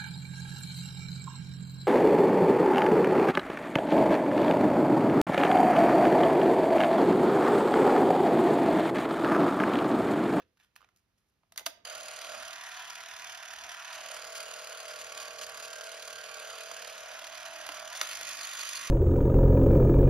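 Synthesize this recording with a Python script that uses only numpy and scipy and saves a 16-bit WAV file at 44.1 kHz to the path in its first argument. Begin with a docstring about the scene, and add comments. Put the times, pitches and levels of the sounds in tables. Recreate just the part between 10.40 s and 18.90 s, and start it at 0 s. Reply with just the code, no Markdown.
"""Fingers fumble at a small film camera held over a desk, close to a phone; a switch and the trigger snap,
then the motor runs. The claw clatters twice a frame over gear whirr and the hum of the shaft. The camera is
turned in the hand, and a dial clicks it over to the faster frame rate.
Knocks and rubs are short or shaped noise with ringing sines, the hum is a stack of sines, and filters
colour the camera's sound and set the left and right channels apart."""
import sys
import numpy as np
from scipy import signal
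from scipy.fft import rfft, irfft, next_fast_len
from scipy.io import wavfile
from scipy.ndimage import uniform_filter1d, map_coordinates

SR = 44100
rng = np.random.default_rng(int(sys.argv[2]) if len(sys.argv) > 2 else 0)


def to_wav(s):
    """Save 16-bit WAV."""
    ch = np.atleast_2d(s).T  # columns
    pcm = np.round(np.clip(ch, -1, 1) * 32767)  # PCM
    wavfile.write(sys.argv[1], SR, pcm.astype(np.int16))


N = 374850
T = np.arange(N) / SR

# How fast the motor drives the claw. Each row: time in seconds, claw strokes per second.
STROKE_SPEED = [(1.449, 44.4), (1.5, 37.9375), (3.85, 37.9375), (3.95, 37.664), (6.65, 37.664),
                (6.75, 37.99), (7.5, 37.99), (7.62, 52.1), (7.78, 49.85), (8.5, 49.87)]
# How hard whirr, claw and wheel sound. Each row: time in seconds, level in dB before the case colours it.
DRIVE_LEVEL = [(1.5, -50), (1.65, -47.5), (3.83, -48), (4.3, -48.5), (5.58, -49), (7.5, -48), (7.6, -46.5),
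               (8.5, -45.5)]
# Turns on which the wheel drags harder. Each row: time in seconds, added rub in dB against the whirr.
HARD_RUBS = [(3.53, 0.5), (3.95, 4.5), (4.59, -1), (4.8, 1), (5.01, 3.5), (5.23, 0.5), (5.44, -10),
             (7.34, -3), (7.55, 0), (8.19, -15), (8.35, -6)]
# The hardest claw blows. Each row: time in seconds, level in dB before the case colours it.
HARD_BLOWS = [(1.45, -36.5), (1.497, -35.5), (1.5493, -36), (1.6821, -35.5), (1.815, -39), (2.0809, -40),
              (2.1303, -35), (2.3962, -44), (3.237, -36), (3.2913, -35), (3.3179, -35.5), (3.6074, -44),
              (3.6594, -39), (3.7137, -42), (3.742, -34), (3.7663, -37), (4.002, -32.5), (4.136, -37),
              (4.2959, -43), (4.4812, -36), (4.72, -37.5), (4.774, -34.5), (5.012, -37), (5.1721, -36),
              (5.1985, -36.5), (5.33, -36.5), (5.5164, -36), (5.7551, -43), (6.0225, -49), (6.4223, -39),
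              (6.6046, -43), (7.056, -35), (7.319, -35), (7.475, -35.5), (7.755, -38), (8.2067, -42),
              (8.2968, -46), (8.349, -47), (8.4135, -41)]
# The case seen from its side. Each row: frequency in Hz, gain in dB (9 dB is added to all).
CASE_COLOUR = [(250, -23), (520, -1), (650, 3), (880, -7), (1400, -1), (2200, -5.5), (3000, -1.5),
               (3800, -7), (4800, -6.5), (5500, -12), (6750, -4.5), (7300, -9), (10000, -14), (12000, -22),
               (15600, -25)]


def motor():
    """Gear whirr, claw and wheel sound through the case; impacts are brighter than the whirr."""
    started = T > STROKE_SPEED[0][0]
    count = np.cumsum(curves(STROKE_SPEED)[0] * started) / SR  # strokes made so far
    running = np.clip(3 * count, 0, 1)
    level = running * amp(curves(DRIVE_LEVEL)[0])

    waver = amp(0.98 * wobble(60) + 0.97 * wobble(8))
    tooth_db = -3  # pinion ticks against the smooth noise of the gears
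    whirr = level * waver * unit(rng.standard_normal(N) + amp(tooth_db) * teeth(count))
    # the treble rises 0.5 dB per octave above 2 kHz
    whirr = filtered(whirr, lambda hz: amp(0.5 * np.log2(np.clip(hz / 2000, 1, None))))

    clatter = amp(by_rate(-0.35, -2.35)) * claw(count)  # at the fast rate the whirr grows over the claw
    rub = amp(by_rate(-5.5, -2.5))
    rub = rub + sum(amp(db) * (abs(T - s - .02) < .06) for s, db in HARD_RUBS)
    s, blow_db = np.transpose(HARD_BLOWS)
    impacts = level * (clatter + rub * wheel(count)) + bursts(s, blow_db, 0.039)
    impacts = filtered(impacts, lambda hz: amp(4.4 * np.log2((hz + 1) / 3500)))  # dB per octave

    hum = running * amp(curves(POSE)[2]) * shaft(count)
    enclosed = filtered(whirr + impacts, lambda hz: amp(along(CASE_COLOUR, hz) + 9))
    return held(enclosed + hum)


def claw(count):
    """Each stroke is a cluster of small impacts; the pull-down stroke is the harder of the two."""
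    k = np.arange(int(count[-1]))
    draw = rng.standard_normal((len(k), 9))
    lag = np.array([0, .09, .19, .55]) + 0.028 * draw[:, :4]  # parts of a stroke
    times = np.interp(k[:, None] + lag, count, T)
    scatter_db = 1.8 * draw[:, 4:8] + 1.2 * draw[:, 8:]  # each impact, then the whole stroke
    softer_db = 0.86 * (k % 2)[:, None]
    db = np.array([2.5, -8.5, 0.5, -7.0]) + scatter_db - softer_db
    return unit(bursts(times.ravel(), db.ravel(), 0.017))


def teeth(count):
    """Every tooth of the motor pinion ticks, each with its own strength."""
    passed = count * 7 / 6 * 10  # ten teeth on each shaft turn
    k = np.arange(int(passed[-1]))
    draw = rng.standard_normal((len(k), 2))
    times = np.interp(k + .08 * draw[:, 0], passed, T)
    return unit(bursts(times, 3.5 * draw[:, 1], 0.009))


def wheel(count):
    """A slow wheel rubs briefly once in eight strokes; at the fast rate it also squeals."""
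    squeal_hz, width_hz, squeal_db = 4410, 220, 8
    turn = (count + 1) % 8  # strokes since the rub began
    touch = np.clip(8 * turn, 0, 1) * np.clip(3 * (1.6 - turn), 0, 1)
    rub = rng.standard_normal(N)
    squeal = filtered(rub, lambda hz: amp(squeal_db) / (1 + (2 * (hz - squeal_hz) / width_hz) ** 2))
    return touch * (rub + fast(T) * squeal)


# The tones of the hum. Each row: multiple of the shaft speed (rounded when played),
# strength in dB at the slow rate, strength in dB at the fast rate.
SHAFT_TONES = [(5, -38, -10.5), (10, -4, -10), (11, -8, -3), (12, -17, -13), (13, -21, -28),
               (14.1, -2, -18), (14.8, -1.5, -18), (16, -22, -20), (17, -15.5, -16), (18, -25, -19),
               (19, -20, -15), (21, -21, -14), (24, -18, -10), (25.8, -11, -25), (30, -22, -21),
               (33, -16, -17), (36, -9, -8), (42, -22, -14)]


def shaft(count):
    """Motor hum: seven shaft turns to six strokes; the higher a multiple, the more it wavers."""
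    turns = count * 7 / 6
    hum = 0
    for k, slow_db, fast_db in SHAFT_TONES:
        waver_db = .1 * k * wobble(9)
        waver_rad = .0075 * k ** 1.5 * wobble(16)
        tone = np.sin(2 * np.pi * round(k) * turns + waver_rad)
        hum = hum + amp(by_rate(slow_db, fast_db) + waver_db) * tone
    return hum


# How the sound changes over time. Each row: time in seconds, frequency in Hz below which the bass is cut,
# lens turned towards the phone from 0 to 1, level of the hum in dB before the bands below colour it.
POSE = [(1.45, 473, 0, -54.5), (1.95, 480, 0.3, -52.5), (2.2, 654, 0.94, -55), (3.5, 631, 0.92, -54),
        (3.7, 463, 0.28, -52), (4.0, 443, 0.2, -51.5), (6.2, 420, 0.22, -53), (6.7, 482, 0.62, -51.5),
        (7.0, 576, 0.7, -51.5), (7.45, 546, 0.65, -51), (8.05, 616, 0.4, -53), (8.3, 900, 0.26, -53.5),
        (8.5, 930, 0.46, -49)]
# What the lens facing the phone changes. 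Each row: frequency in Hz, change in dB.
LENS_CHANGE = [(700, -1.5), (1000, 0), (1800, 1), (3500, -0.5), (4700, -6), (5800, 1), (6800, -8.5),
               (9000, -5.5), (15000, -1.5)]
# Panels that ring. Each row: centre in Hz, width in Hz, gain in dB side-on,
# gain in dB lens-on, gain in dB at the fast rate.
RINGING_PANELS = [(720, 38, -3, 7.5, 0), (983, 49, -1, 13.5, 3), (1116, 67, 7, 0, 7),
                  (1407, 166, 7, 2.5, 4), (1670, 96, 2, 1, -2), (1840, 310, -1, 6, 6.5),
                  (2130, 150, 3.5, 0.5, 2), (2460, 160, 5, 4, 5.5), (3130, 160, 1, -1.5, 0),
                  (3490, 74, -6.5, 6, 2.5), (4420, 110, 3, 1.5, 3), (4780, 250, 6, 4, 5),
                  (5460, 160, 1.5, 7.5, 4), (6400, 560, 1, 3.5, 4.5)]


def held(x):
    """The bass edge of the sound moves over time, and other bands ring as the camera turns."""
    hz, t, z = signal.stft(x, SR, nperseg=1024)
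    edge_hz, lens = curves(POSE, t)[:2]
    hz = hz[:, None] + 1
    tilt_db = by_rate(-0.66, 1, t) * np.log2(hz / 1500)  # dB per octave
    bass_cut_db = by_rate(20, 9, t) / (1 + (hz / edge_hz) ** 30)
    db = tilt_db + lens * along(LENS_CHANGE, hz) - bass_cut_db
    for centre, width, side_on, lens_on, quick in RINGING_PANELS:
        facing = side_on + lens * (lens_on - side_on)
        centre = centre * (1 + 0.004 * wobble(2.93, t))  # the grip shifts a little
        gain = by_rate(facing, quick, t)
        db = db + gain / (1 + (2 * (hz - centre) / width) ** 2)
    return signal.istft(z * amp(db), SR, nperseg=1024)[1][:N]


# Finger, switch, trigger and dial clicks. Each row: start in seconds, level in dB,
# hollow ring in dB against that level, ping in Hz, ping in dB against the level, treble tilt in dB per octave.
CLICKS = [(0.0024, -55, -3.5, 1160, 5, -11), (0.172, -61, -33, 2660, 3, -4),
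          (0.1997, -52.5, -30, 1750, -1, -6), (0.2458, -57, -31, 1320, -4, -2.5),
          (0.3571, -52, -33, 3020, -4, -3), (0.362, -40.5, -35, 1780, 0, -2),
          (0.3755, -61, -30, 1750, 3, -4), (0.407, -54, -26, 1130, 8, -5), (0.4167, -55, -25, 1320, 7, -4),
          (0.4274, -56.5, -19, 1240, 11, -8), (0.445, -51, -26, 2310, 0, -7.5),
          (0.4888, -57.5, -24, 1370, 4, -5), (0.5614, -61.5, -28, 3730, -8, 1.5),
          (1.0335, -65, -5, 972, 0, -11), (1.122, -43, -16, 2270, -5, -2),
          (1.1604, -40.5, -17, 5400, -3, -2.5), (1.1768, -25, -31, 2880, -8, 0.5),
          (1.1837, -31.5, -24, 1940, -1, -2), (1.195, -33, -17, 1020, -6, -3.5),
          (1.2094, -50.5, -4, 990, -6, -15.5), (1.259, -39, -35, 3030, -6, 1),
          (1.263, -19.5, -29, 5560, -3, -1), (1.2669, -21, -10.5, 2140, -12, -2.5),
          (1.9989, -46, -28, 2960, -6, -4), (6.3135, -35, -10, 1130, 4, -4),
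          (7.2655, -33, -28, 1440, -3, -1.5), (7.29, -23.5, -29, 1000, -2.5, -5.5),
          (7.6134, -14, -28.5, 2300, -4, -3), (7.8121, -33, -10, 830, 4, -5)]
# Tones of the plastic shell. Each row: frequency in Hz, strength in dB before the click's own tilt.
SHELL_TONES = [(1330, -13), (2080, -1), (2900, 2.5), (3600, -0.5), (4720, 0), (5600, -5.5), (6400, 5)]
# Tones of the empty film chamber. Each row: frequency in Hz, strength in dB, seconds to fade by 60 dB.
CHAMBER_TONES = [(677, 7, 0.038), (653, -21.5, 0.49), (844, -21, 0.012), (306, -18, 0.1),
                 (1234, -6.5, 0.066)]


def clicks():
    """A crack of plastic rings the shell and pings the part that was touched; the chamber rings after it."""
    out, t = np.zeros(N + SR), T[:SR // 4]
    hz = np.fft.rfftfreq(len(t), 1 / SR) + 1
    # small parts radiate no bass
    thin = signal.butter(N=2, Wn=550, btype="high", fs=SR, output="sos")

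    def fade(seconds):
        return amp(-60 * t / seconds)

    def coloured(colour):
        return irfft(rfft(rng.standard_normal(len(t))) * colour, len(t))

    for s, db, ring_db, ping_hz, ping_db, tilt in CLICKS:
        colour = amp(tilt * np.log2(hz / 2500)) / (1 + (650 / hz) ** 4)
        crack = fade(0.016) * coloured(colour)

        shell = 0
        for f, g in SHELL_TONES:
            strength = amp(g + tilt * np.log2(f / 2500) + rng.normal(0, 3))
            shell = shell + strength * np.sin(2 * np.pi * (f * rng.normal(1, .02) * t + rng.random()))
        shell = amp(-12) * fade(0.012) * shell

        # loose parts chatter on: the noise jumps in level every 63 samples
        steps = np.repeat(rng.standard_normal(len(t) // 63 + 1), 63)[:len(t)]
        rattle = amp(-19) * fade(0.11) * amp(5 * steps) * coloured(colour)

        ping = amp(ping_db) * fade(0.009) * np.sin(2 * np.pi * ping_hz * t)
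        snap = (crack + shell + rattle + ping) * (1 - np.exp(-t / 0.00031))
        snap = signal.sosfilt(thin, snap)

        ring = 0
        for f, g, life in CHAMBER_TONES:
            ring = ring + amp(g + rng.normal(0, 0.88)) * fade(life) * np.sin(2 * np.pi * f * t)
        ring = amp(ring_db) * ring * (1 - np.exp(-t / 0.0031))
        out[round(s * SR):][:len(t)] += amp(db) * (snap + ring)
    return out[:N]


# Knocks to the whole body. Each row: start in seconds, level in dB before rise and fade, pitch in Hz.
BODY_THUMPS = [(1.266, -53, 328), (2.0, -58, 260), (6.315, -65, 332), (7.293, -50, 297), (7.615, -55, 352)]


def thumps():
    """The whole body is knocked and answers with a short low tone."""
    out, t = np.zeros(N + SR), T[:SR // 4]
    shape = amp(-60 * t / 0.07) * (1 - np.exp(-t / 0.0023))
    for s, db, thump_hz in BODY_THUMPS:
        out[round(s * SR):][:len(t)] += amp(db) * shape * np.sin(2 * np.pi * thump_hz * t)
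    return out[:N]


# Skin sliding on the case. Each row: start in seconds, hold in seconds, rub in dB, hiss in dB.
SLIDES = [(0, 0.013, -70.5, -84), (0.2, 0.033, -71, -78), (0.37, 0.07, -78, -94), (.575, 0, -85, -79),
          (.79, 0, -85, -82), (0.884, 0.0055, -90, -84)]
# Colour of the rub. Each row: frequency in Hz, relative level in dB.
SKIN_COLOUR = [(290, -61), (500, -27), (1850, -5), (2000, -15), (2580, -8), (3100, -10), (6500, -24),
               (8450, -48), (14300, -120)]
# Colour of the hiss. Each row: frequency in Hz, relative level in dB.
HISS_COLOUR = [(2500, -30), (5000, -4), (9000, -6), (13000, -9), (16000, -20)]


def fingers():
    """Grainy skin noise before the motor starts, a duller rub and a brighter hiss."""
    slides = [swell(s, hold, 700, 350) for s, hold, *_ in SLIDES]  # rise and fall in dB per second
    rub, hiss = amp(np.transpose(SLIDES)[2:]) @ slides
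    grain = amp(4.1 * wobble(220))
    return grain * (rub * noise(SKIN_COLOUR) + hiss * noise(HISS_COLOUR))


# Sudden shakes. Each row: time in seconds, level in dB before the random wavering.
SHAKE_JOLTS = [(0, -68.5), (0.45, -82), (1.99, -71.5), (3.25, -68), (3.75, -83), (4.66, -84), (5.14, -74),
               (6.12, -78), (7.29, -75), (7.62, -79)]
# Colour of the shaking. Each row: frequency in Hz, relative level in dB.
SHAKE_COLOUR = [(15, -43), (25, -9), (59, 3.5), (174, -7), (209, -2), (243, -5), (400, -5.5), (520, -3.5),
                (880, -120)]


def rumble():
    """Low shaking through hand and desk: it goes on once the trigger is gripped, wavering, with jolts."""
    rest_db, grip_db, grip_fast_db = -93, -77.5, -74.5
    level = amp(np.where(T < 1.11, rest_db, by_rate(grip_db, grip_fast_db)))  # the grip closes at 1.11 s
    for s, db in SHAKE_JOLTS:
        level = level + amp(db) * swell(s, 0, 147, 154)  # rise and fall in dB per second
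    return level * amp(4.0 * wobble(6.3)) * np.array([noise(SHAKE_COLOUR), noise(SHAKE_COLOUR)])


def widened(x):
    """A copy with slowly drifting random phases, which widens the stereo image."""
    z = signal.stft(x, nperseg=256)[2]
    phases = uniform_filter1d(rng.standard_normal(z.shape), size=3, axis=0)
    phases = uniform_filter1d(phases, size=120, axis=1)
    return signal.istft(z * np.exp(2j * unit(phases)), nperseg=256)[1][:N]


# How long the room rings. Each row: frequency in Hz, seconds to fade by 60 dB.
ROOM_FADE = [(300, 0.43), (2000, 0.43), (10000, 0.22)]


def room(x):
    """Two unrelated tails of fading noise; each frequency dies at its own speed."""
    hz, t, z = signal.stft(rng.standard_normal((2, SR // 2)), SR, nperseg=256)
    fade = amp(-60 * t / along(ROOM_FADE, hz)[:, None])
    tail = signal.istft(z * fade, SR, nperseg=256)[1]
    delayed = np.pad(x, (200, 0))[None]  # samples
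    return signal.fftconvolve(delayed, tail / np.linalg.norm(tail[0]), axes=1)[:, :N]


# Colour of the background. Each row: frequency in Hz, relative level in dB.
AIR_COLOUR = [(25, -2), (60, 3.5), (200, -3), (500, -14.5), (1000, -13.5), (2500, -17), (7000, -23.5),
              (10000, -26), (15600, -27)]


def air():
    """Steady background noise; the part that differs between left and right is 2.5 dB stronger."""
    return amp(-79.0) * np.array([noise(AIR_COLOUR), amp(2.5) * noise(AIR_COLOUR)])


def amp(db):
    """Turns dB into a plain factor."""
    return 10 ** (np.asarray(db) / 20)


def unit(x):
    """Scales a signal to an rms of 1."""
    return x / np.sqrt(np.mean(x ** 2) + 1e-20)


def along(points, hz, order=1):
    """Column `order` of (Hz, value, ..) points on a log axis."""
    table = np.transpose(points)
    return np.interp(np.log(hz + 1), np.log(table[0] + 1), table[order])


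def curves(rows, t=T):
    """One value per moment for each column after the time."""
    s, *cols = np.transpose(rows)
    return [np.interp(t, s, c) for c in cols]


def wobble(rate, t=T):
    """A smooth random curve, rate knots a second."""
    coarse = T[::32]
    knots = rng.standard_normal(int(N * rate / SR) + 4)
    return np.interp(t, coarse, map_coordinates(knots, [coarse * rate]))


def filtered(x, response):
    """x times a response of frequency, which may be complex."""
    m = next_fast_len(N + 8192)
    return irfft(rfft(x, m) * response(np.fft.rfftfreq(m, 1 / SR)), m)[..., :N]


def noise(spectrum):
    """Noise of rms 1 with the given colour."""
    return unit(filtered(rng.standard_normal(N), lambda hz: amp(along(spectrum, hz))))


def bursts(times, db, t60):
    """Noise bursts that swell in about a millisecond and fade by 60 dB in t60 seconds."""
    starts = np.bincount(np.clip(times * SR, 0, N - 1).astype(int), amp(db), N)
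    t = T[:2000]
    shape = amp(-60 * t / t60) * (1 - np.exp(-t / 0.0011))
    return signal.fftconvolve(starts, shape)[:N] * rng.standard_normal(N)


def fast(t):
    """0 at the slow frame rate, 1 at the fast one."""
    return np.interp(t, [7.5, 7.62], [0, 1])


def by_rate(slow, quick, t=T):
    """Glides from the slow-rate value to the fast-rate one."""
    return slow + (quick - slow) * fast(t)


def swell(start, hold, rise, fall):
    """Gain 1 during the hold, with straight dB slopes on both sides."""
    return amp(-rise * np.clip(start - T, 0, 1) - fall * np.clip(T - start - hold, 0, 1))


def scene():
    """Row 0 is shared by left and right; row 1 is what differs between them."""
    camera = motor() + clicks() + thumps() + fingers()
    wide = widened(camera)
    tails = amp([[-14], [-7]]) * room(wide)
    return np.array([camera, wide]) + tails + rumble() + air()


# Left and right channels. 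Each row: frequency in Hz, lag of the left in radians, left minus right in dB,
# likeness from 0 to 1. Each channel takes half the lag and half the dB, times its side factor.
CHANNEL_DIFFERENCES = [(59.7, 0.34, 1.5, 1), (610, 0.72, -3.5, 0.76), (1470, 0.65, -3.5, 0.74),
                       (3000, 1.03, -5, 0.6), (4200, 0.48, -5.5, 0.67), (5230, 1.23, -8, 0.83),
                       (6200, 0.95, -1.5, 0.62), (6670, 4.53, -9.5, 1), (7100, 3.81, 3.5, 1),
                       (8410, 3.09, 0, 1), (10620, 6.37, -1.5, 0.5), (13100, 8.1, 0.5, 0.88),
                       (13900, 11.1, -1.5, 0.96), (15600, 9.9, 1, 0.9)]


def record(dry):
    """Left and right channels: lag, level and likeness by frequency; deep bass and top treble fall away."""
    edge_hz, top_hz = 15800, 16920  # steep roll-off, then nothing at all

    def channel(side):
        def response(hz):
            lag = np.exp(-side * .5j * along(CHANNEL_DIFFERENCES, hz))
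            gain = amp(side * along(CHANNEL_DIFFERENCES, hz, order=2) / 2)
            likeness = np.clip(along(CHANNEL_DIFFERENCES, hz, order=3), 0, 1)
            turn = np.arccos(likeness) / 2  # less alike: more of row 1, with opposite signs
            mix = np.array([np.cos(turn), side * np.sin(turn)])
            return lag * gain * mix / (1 + (hz / edge_hz) ** 120) * (hz < top_hz)

        heard = filtered(dry, response).sum(axis=0)
        return filtered(heard, lambda hz: 1 / (1 + (38 / (hz + 1)) ** 4))

    return np.array([channel(0.84), channel(-1.037)])  # left, right


dry = scene()
out = record(dry)
to_wav(out)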